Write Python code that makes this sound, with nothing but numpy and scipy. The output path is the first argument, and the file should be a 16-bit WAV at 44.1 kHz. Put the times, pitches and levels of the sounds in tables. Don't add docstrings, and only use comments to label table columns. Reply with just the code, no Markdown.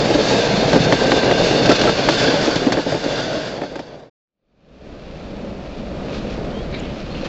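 import sys
import numpy as np
from scipy import signal
from scipy.fft import rfft, irfft
from scipy.io import wavfile
from scipy.ndimage import map_coordinates

SR = 44100
rng = np.random.default_rng(int(sys.argv[2]) if len(sys.argv) > 2 else 0)


def store_wav(level_fs):
    pcm = np.round(np.clip(np.atleast_2d(level_fs), -1, 1) * 32767)
    wavfile.write(sys.argv[1], SR, pcm.T.astype(np.int16))


N = 321048
TIME = np.arange(N) / SR
FREQ = np.fft.rfftfreq(N, 1 / SR)


def gain_of(db):
    return 10 ** (np.asarray(db) / 20)


def unit_level(x):
    return x / np.sqrt(np.mean(x ** 2) + 1e-20)


def spectrum(points):
    hz, db = np.transpose(points)
    return np.interp(np.log(FREQ + 1), np.log(hz + 1), db)


def colour(x, db):
    log_gain = np.maximum(db, -100) * np.log(10) / 20
    cepstrum = irfft(log_gain, N)
    cepstrum[1:N // 2] *= 2
    cepstrum[N // 2 + 1:] = 0
    return unit_level(irfft(rfft(x) * np.exp(rfft(cepstrum)), N))


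def low_pass(x, hz):
    taps = signal.firwin(401, hz, window=("kaiser", 8), fs=SR)
    return signal.oaconvolve(x, taps[None], "same")


def noise(size=N):
    return rng.standard_normal(size)


def drift(hz, size=1024):
    return np.sqrt(3 / 2) * np.interp(2 * hz * TIME, np.arange(size), noise(size), period=size)


def grit(per_s, spread_db, share):
    sizes = gain_of(spread_db * np.minimum(rng.exponential(1, N), 4))
    impacts = sizes * np.sign(noise()) * (rng.random(N) < per_s / SR)
    return np.sqrt(share) * unit_level(impacts) + np.sqrt(1 - share) * noise()


def fuzzy_tone(hz, width, size=N):
    offset = np.fft.rfftfreq(size, 1 / SR) - hz
    return unit_level(irfft(rfft(noise(size)) / (1 + (2.3 * offset / width) ** 2), size))


def add(mix, s, sound):
    part = mix[max(round(s * SR), 0):][:len(sound)]
    part += sound[:len(part)]


def hump(at_s, width_s):
    return np.exp(-((TIME - at_s) / width_s) ** 2)


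def swells(rows):
    return sum(gain_of(db) ** 2 * np.sin(np.pi * np.clip((TIME - s) / length, 0, 1)) ** 2
               for s, length, db in rows)


def fade(silent_s, full_s, power):
    return np.clip((TIME - silent_s) / (full_s - silent_s), 0, 1) ** power


def struck_notes(rows, rise_s=0.00099):
    t, out = np.arange(SR // 4) / SR, np.zeros(N)
    attack = 1 - np.exp(-t / rise_s)
    for s, hz, db, ring_s in rows:
        add(out, s, attack * gain_of(db - 60 * t / ring_s) * np.sin(2 * np.pi * hz * t))
    return out


# pitch in Hz, level in dB.
IDLE_TONES = [(32.3, -43.5), (152, -47), (200, -40), (231, -51), (1227, -57.5), (2309, -74.5)]


def idling_engine(waver_db=2.5, waver_hz=3.49):
    out = np.zeros(N)
    for hz, db in IDLE_TONES:
        level = np.sqrt(2) * gain_of(db + waver_db * drift(9.2))
        pitch = hz + waver_hz * drift(8)
        out += level * np.sin(2 * np.pi * np.cumsum(pitch) / SR)
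    return out


# pitch in Hz, relative level in dB.
WIND_TONE = [(10, -20), (22, -2.5), (34, -9), (52, -1), (63, -3), (75, -10.5), (110, -10.5), (300, -63)]
TRAFFIC_TONE = [(60, -31.5), (100, -6.5), (135, 2.5), (220, 4), (300, 1), (420, -1.5), (560, 1),
                (680, -4.5), (830, -11.5), (1100, -17.5), (2000, -23), (5000, -44.5)]
AIR_TONE = [(500, -18), (1200, 1), (2050, -4.5), (2450, 0.5), (3150, -4), (3600, -3.5), (4400, -5),
            (5400, -11), (7000, -19), (8000, -34.5)]
# time in seconds, traffic gain in dB, hiss gain in dB.
TRACKSIDE_LEVELS = [(4.8, -39, -53), (5.2, -33, -46.5), (5.5, -30.5, -47), (5.9, -29, -44.5),
                    (6.2, -25.5, -41), (6.55, -25, -43), (7.0, -28, -43), (7.28, -25.5, -39)]
# start in seconds, length in seconds, level in dB.
AIR_SWELLS = [(6.09, 0.13, -39), (6.27, 0.11, -41.5), (6.93, 0.12, -42), (7.24, 0.03645, -31.5)]


def trackside(wind_db=-6.5, surge_db=0.9):
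    times, *columns = np.transpose(TRACKSIDE_LEVELS)
    traffic_gain, hiss_gain = (gain_of(np.interp(TIME, times, db)) for db in columns)
    hiss_gain = np.sqrt(hiss_gain ** 2 + swells(AIR_SWELLS))
    wind = colour(noise(), spectrum(WIND_TONE)) * gain_of(wind_db)
    traffic = colour(grit(per_s=260, spread_db=2, share=0.16), spectrum(TRAFFIC_TONE))
    traffic *= gain_of(-1 + surge_db * drift(5))
    hiss = colour(grit(per_s=240, spread_db=3, share=0.15), spectrum(AIR_TONE))
    hiss *= gain_of(0.7 + 0.5 * drift(67))
    engine = idling_engine() / np.median(traffic_gain[-2 * SR:])
    return traffic_gain * (wind + traffic + engine) + hiss_gain * hiss


# start and length in seconds, pitch and width in Hz, level in dB.
SCRAPES = [(6.133, 0.06906, 3900, 2598, -39.5), (6.723, 0.054, 2250, 1100, -34.5),
           (6.725, 0.06703, 3950, 900, -38), (6.791, 0.014, 6800, 1101, -40),
           (6.765, 0.19, 2762, 1500, -39), (7.092, 0.2, 4240, 400, -46), (7.137, 0.074, 2750, 1200, -37.5),
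           (7.248, 0.01774, 2899, 2600, -36)]


def scrapes(rise_s=0.0079, grain_db=1.5):
    out = np.zeros(N)
    for s, length, hz, width, db in SCRAPES:
        t = np.arange(round(length * SR)) / SR
        envelope = (1 - np.exp(-t / rise_s)) * np.sqrt(1 - t / length)
        add(out, s, gain_of(db) * envelope * fuzzy_tone(hz, width, size=SR)[:len(t)])
    return out * gain_of(grain_db * drift(79))


# start and length in seconds, first and last pitch in Hz, level in dB.
SQUEAL = (6.5, .15, 2900, 3502, -44)


def squeal(waver_hz=35):
    s, length, from_hz, to_hz, db = SQUEAL
    hz = np.interp(TIME, [s, s + length], [from_hz, to_hz]) + waver_hz * drift(60)
    return np.sqrt(2 * swells([(s, length, db)])) * np.sin(2 * np.pi * np.cumsum(hz) / SR)


# start in seconds, pitch in Hz, level in dB, ring time in seconds.
BUMPS = [(5.475, 202.8, -23.5, 0.18), (6.249, 522.1, -14, 0.03108), (7.125, 190, -22, 0.037),
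         (7.232, 540.4, -13, 0.038)]


def bumps():
    return struck_notes(BUMPS)


# time in seconds, hiss in dB, gear level in dB, gear pitch in Hz.
TRUCKS = [(2.26, -24.5, -26, 576), (3.22, -32, -27, 620)]
# share of the gear pitch, width in Hz, relative level in dB.
GEAR_TONES = [(.5, 55, -6), (1, 86, -0.5)]


def gears(lumps_db=3, lag_s=0.09, width_s=0.19):
    out = np.zeros(N)
    for s, _, truck_db, hz in TRUCKS:
        for share, width, db in GEAR_TONES:
            level = gain_of(truck_db + db + lumps_db * drift(12))
            out += hump(s + lag_s, width_s) * level * fuzzy_tone(share * hz, width)
    return out


# pitch in Hz, width in Hz, level in dB.
WHEEL_NOTES = [(1568, 93, -32), (2810, 150, -38.5), (3540, 170, -37.5)]


def singing_wheels(peak_s=1.4, width_s=0.62, flutter_db=4):
    tones = sum(gain_of(db + flutter_db * drift(9)) * fuzzy_tone(hz, width)
                for hz, width, db in WHEEL_NOTES)
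    return hump(peak_s, width_s) * tones


def receding(near_db, from_s, db_per_s, far_db):
    return gain_of(np.maximum(near_db - db_per_s * np.maximum(TIME - from_s, 0), far_db))


# near gain in dB, start in seconds, dB lost a second, far gain in dB.
RUMBLE_FALL = (-16.5, 1.95, 6.5, -25.5)
HISS_FALL = (-27, 2, 8, -43.5)
# start in seconds, length in seconds, hiss gain in dB.
RIM_RUBS = [(.22, 0.23235, -27.5), (1.38, 0.2428, -29), (1.742, 0.037, -21.5), (2.2, 0.11, -30),
            (2.72, 0.3, -36.5), (3.04, 0.24, -38.5), (3.35, 0.1968, -34.5)]


def rolling_levels(rumble_dip_db=-4.5, hiss_dip_db=-1.5, dip_after_s=0.053):
    dip = sum(hump(s + gap + dip_after_s, width_s=0.026) for s, gap, *_ in RAIL_JOINTS)
    alongside = sum((gain_of(db) * hump(s, width_s=0.35)) ** 2 for s, db, *_ in TRUCKS)
    hiss = np.sqrt(receding(*HISS_FALL) ** 2 + alongside + swells(RIM_RUBS))
    return receding(*RUMBLE_FALL) * gain_of(rumble_dip_db * dip), hiss * gain_of(hiss_dip_db * dip)


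def wheel_boost(peaks):
    return sum(db / (1 + (2 * (FREQ - hz) / width) ** 2) for hz, width, db in peaks)


def flaring(x, depth_db=1.6, band_hz=65, flare_s=0.06):
    frames = dict(nperseg=2048, noverlap=1536)
    hz, s, bands = signal.stft(x, SR, **frames)
    grid = np.meshgrid(hz / band_hz, s / flare_s, indexing="ij")
    flares = unit_level(map_coordinates(noise(bands.shape), grid, order=1, mode="mirror"))
    _, flared = signal.istft(bands * gain_of(depth_db * flares), **frames)
    return unit_level(flared[:N])


# pitch in Hz, relative level in dB.
BODY_TONE = [(20, -16), (60, -4.5), (85, -15), (125, 1), (220, -1), (285, 0.5), (365, -2), (450, 3),
             (560, 0.5), (680, -1), (900, -10.5), (1150, -17), (2200, -20), (6000, -56.5)]
STEEL_TONE = [(300, -30.5), (900, 3), (1400, -1.5), (2150, -0.5), (3100, 1), (4900, 1), (5600, -4),
              (6400, -6), (7000, -10.5), (7500, -13.5), (8000, -25)]
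# pitch in Hz, width in Hz, boost in dB.
FRONT_PEAKS = [(1577, 170, 10), (2619.2, 280, 5), (3584, 200, 6.5), (4370, 220, 6)]
REAR_PEAKS = [(1530, 400, 11), (2770, 100, 6), (3470, 240, 7), (4580, 280, 6)]


def rolling(handover_s=2.09, handover_length_s=0.8, pitch_wander=0.014):
    rumble_gain, hiss_gain = rolling_levels()
    body = colour(grit(per_s=330, spread_db=1, share=0.27), spectrum(BODY_TONE))
    front, rear = (colour(grit(per_s=1100, spread_db=1, share=0.15),
                          spectrum(STEEL_TONE) + wheel_boost(peaks))
                   for peaks in (FRONT_PEAKS, REAR_PEAKS))
    passed = np.clip(0.5 + (TIME - handover_s) / handover_length_s, 0, 1)
    steel = np.sqrt(1 - passed) * front + np.sqrt(passed) * rear
    position = np.arange(N) + np.cumsum(pitch_wander * drift(7))
    steel = flaring(map_coordinates(steel, [position], order=3, mode="mirror"))
    body *= gain_of(-0.1 + 1.1 * drift(19))
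    steel *= gain_of(2.5 + 0.97 * drift(27))
    return rumble_gain * body + hiss_gain * steel


# start in seconds, pitch in Hz, peak level in dB.
THUDS = [(0.536, 185.7, -9), (0.574, 190, -10), (0.653, 151, -11.5), (0.733, 160, -13), (0.801, 164, -4.5),
         (0.858, 135, -12), (1.648, 167, -10.5), (2.56, 135, -17), (2.665, 286, -6), (2.921, 139.9, -17),
         (2.942, 151.7, -21)]


def thuds(peak_s=0.0061):
    t, out = np.arange(SR // 8) / SR, np.zeros(N)
    envelope = (t / peak_s * np.exp(1 - t / peak_s)) ** 2
    for s, hz, db in THUDS:
        add(out, s, gain_of(db) * envelope * np.sin(2 * np.pi * hz * t))
    return out


# start in seconds, pitch in Hz, level in dB, ring time in seconds.
STEEL_RINGS = [(1.708, 1352, -12.5, 0.11), (1.875, 1330, -14.5, 0.1)]


def steel_rings():
    return struck_notes(STEEL_RINGS)


# pitch in Hz, relative level in dB, ring time in seconds.
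BODY_NOTES = [(129.37, -10.5, 0.63), (180.99, -6, 0.077), (295, -4, 0.081), (334.52, -0.5, 0.039),
              (432, -5, 0.057), (555, -2.5, 0.073), (716, -7, 0.063), (863.5, -6.5, 0.12)]


def body_thump(t, centre_hz, rise_s=0.0014, detune=0.033, focus_db=9, lowest_hz=120):
    thump = np.zeros(len(t))
    for hz, db, ring_s in BODY_NOTES:
        envelope = gain_of(db - focus_db * np.log2(hz / centre_hz) ** 2 - 60 * t / ring_s)
        pitch = hz * (1 + detune * rng.normal())
        thump += envelope * np.sin(2 * np.pi * (pitch * t + 0.11 * rng.normal()))
    bass_cut = signal.butter(3, lowest_hz, "highpass", fs=SR, output="sos")
    return signal.sosfilt(bass_cut, thump * (1 - np.exp(-t / rise_s)) ** 2)


def bouncing(strike, count=3, gap_s=0.0018, step_db=-4.5):
    out = strike.copy()
    for bounce, s in enumerate(np.cumsum(gap_s * rng.uniform(0.5, 1.5, count)), 1):
        add(out, s, gain_of(step_db * bounce) * strike)
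    return out


# thump in dB, clank in dB.
FLAT_SPOT = [(-12.5, -29.5), (-16, -40.5), (-22, -30), (-12.5, -20), (-10, -14), (-11.5, -15),
             (-10.5, -18.5), (-15, -30), (-19.5, -29), (-21.5, -24), (-12.5, -14.5), (-12, -30),
             (-11.5, -25.5), (-16.5, -29), (-18, -38), (-20, -44)]
# start and gap in seconds, then first thump, second thump, clank and rattle in dB.
RAIL_JOINTS = [(1.6922, 0.024, -7, -13.5, -21.5, -20), (1.873, 0.02025, -21, -19.5, -22.5, -34),
               (2.772, .016, -13.5, -21, -26, -47), (2.922, 0.023, -17.5, -16, -27, -34.5),
               (3.617, .019, -19, -22, -29, -41), (3.757, 0.036, -19.5, -20.5, -28, -33.5)]
# start in seconds, thump, clank and rattle in dB, the thump's centre pitch in Hz.
JOLTS = [(0.102, -15.5, -34.5, -34, 447.3), (0.183, -17, -31, -32, 458), (0.305, -16, -35, -39, 553),
         (0.758, -9, -22.5, -36, 332), (0.801, -20.5, -32, -29, 163), (1.232, -18, -23.5, -41, 397.6),
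         (1.272, -14, -38.5, -39.5, 437), (1.656, -26, -29.5, -21, 268.3), (1.8135, -19.5, -32, -18, 277.9),
         (1.837, -24, -23.5, -32.5, 330), (1.852, -13, -29.5, -38, 480),
         (2.337, -18.5, -33.5, -31.5, 579.2), (2.557, -16, -27, -22, 318.4),
         (2.722, -18.5, -21.5, -20, 274), (3.04, -21.5, -33, -29.5, 390), (3.187, -25, -36.5, -34, 644),
         (3.58, -26, -38, -48, 520)]


def blows(first_s=0.1492, turn_s=0.1939, flat_spot_hz=390, joint_hz=412):
    for turn, (thump, clank) in enumerate(FLAT_SPOT):
        yield first_s + turn * turn_s, thump, clank, clank - 7, flat_spot_hz
    for s, gap, first, second, clank, rattle in RAIL_JOINTS:
        yield s, first, clank, rattle, joint_hz
        yield s + gap, second, clank - 0.5, rattle - 0.5, joint_hz
    yield from JOLTS


# pitch in Hz, relative level in dB.
CLANK_TONE = [(150, -24), (400, -5.5), (800, 6), (1350, -1), (1800, 1.5), (2300, -3.5), (3000, -15.5),
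              (7000, -27)]


def knocks(rise_s=0.0004, rattle_s=0.09, chatter_s=0.055, chatter_size=0.45):
    t, out = np.arange(SR // 4) / SR, np.zeros(N)
    head = round(0.012 * SR)
    clank_tone = spectrum(CLANK_TONE) + 0.45 * wheel_boost(FRONT_PEAKS)
    rattle_tone = spectrum(STEEL_TONE) + wheel_boost(FRONT_PEAKS)
    chatter_noise = colour(noise(), clank_tone)
    rattle_noise = colour(grit(per_s=810, spread_db=3.5, share=0.17), rattle_tone)
    strike = colour(signal.unit_impulse(N), clank_tone)[:len(t)]
    strike /= np.std(strike[:head])
    attack = 1 - np.exp(-t / rise_s)
    for s, *levels_db, centre_hz in blows():
        here = (round(s * SR) + np.arange(len(t))) % N
        thump = body_thump(t, centre_hz)
        chatter = attack * chatter_noise[here] * gain_of(-60 * t / chatter_s)
        clank = bouncing(strike) + chatter_size * chatter
        rattle = attack * rattle_noise[here] * gain_of(-60 * t / rattle_s)
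        for db, part in zip(levels_db, (thump, clank, rattle)):
            add(out, s, gain_of(db) * part / np.std(part[:head]))
    return out


def scene():
    car = rolling() + singing_wheels() + gears() + knocks() + thuds() + steel_rings()
    quiet = trackside() + scrapes() + squeal() + bumps()
    car *= fade(full_s=3.25, silent_s=4.098, power=0.67)
    quiet *= fade(silent_s=4.14, full_s=4.87, power=4.26)
    return (car + quiet)[None]


def record(dry):
    limit, headroom = 0.95, 0.05
    heard = low_pass(dry, hz=7880)
    clipped = np.clip(heard, -limit, limit)
    squashed_peaks = headroom * np.tanh((heard - clipped) / headroom)
    return low_pass(clipped + squashed_peaks, hz=15850)


dry = scene()
out = record(dry)
store_wav(out)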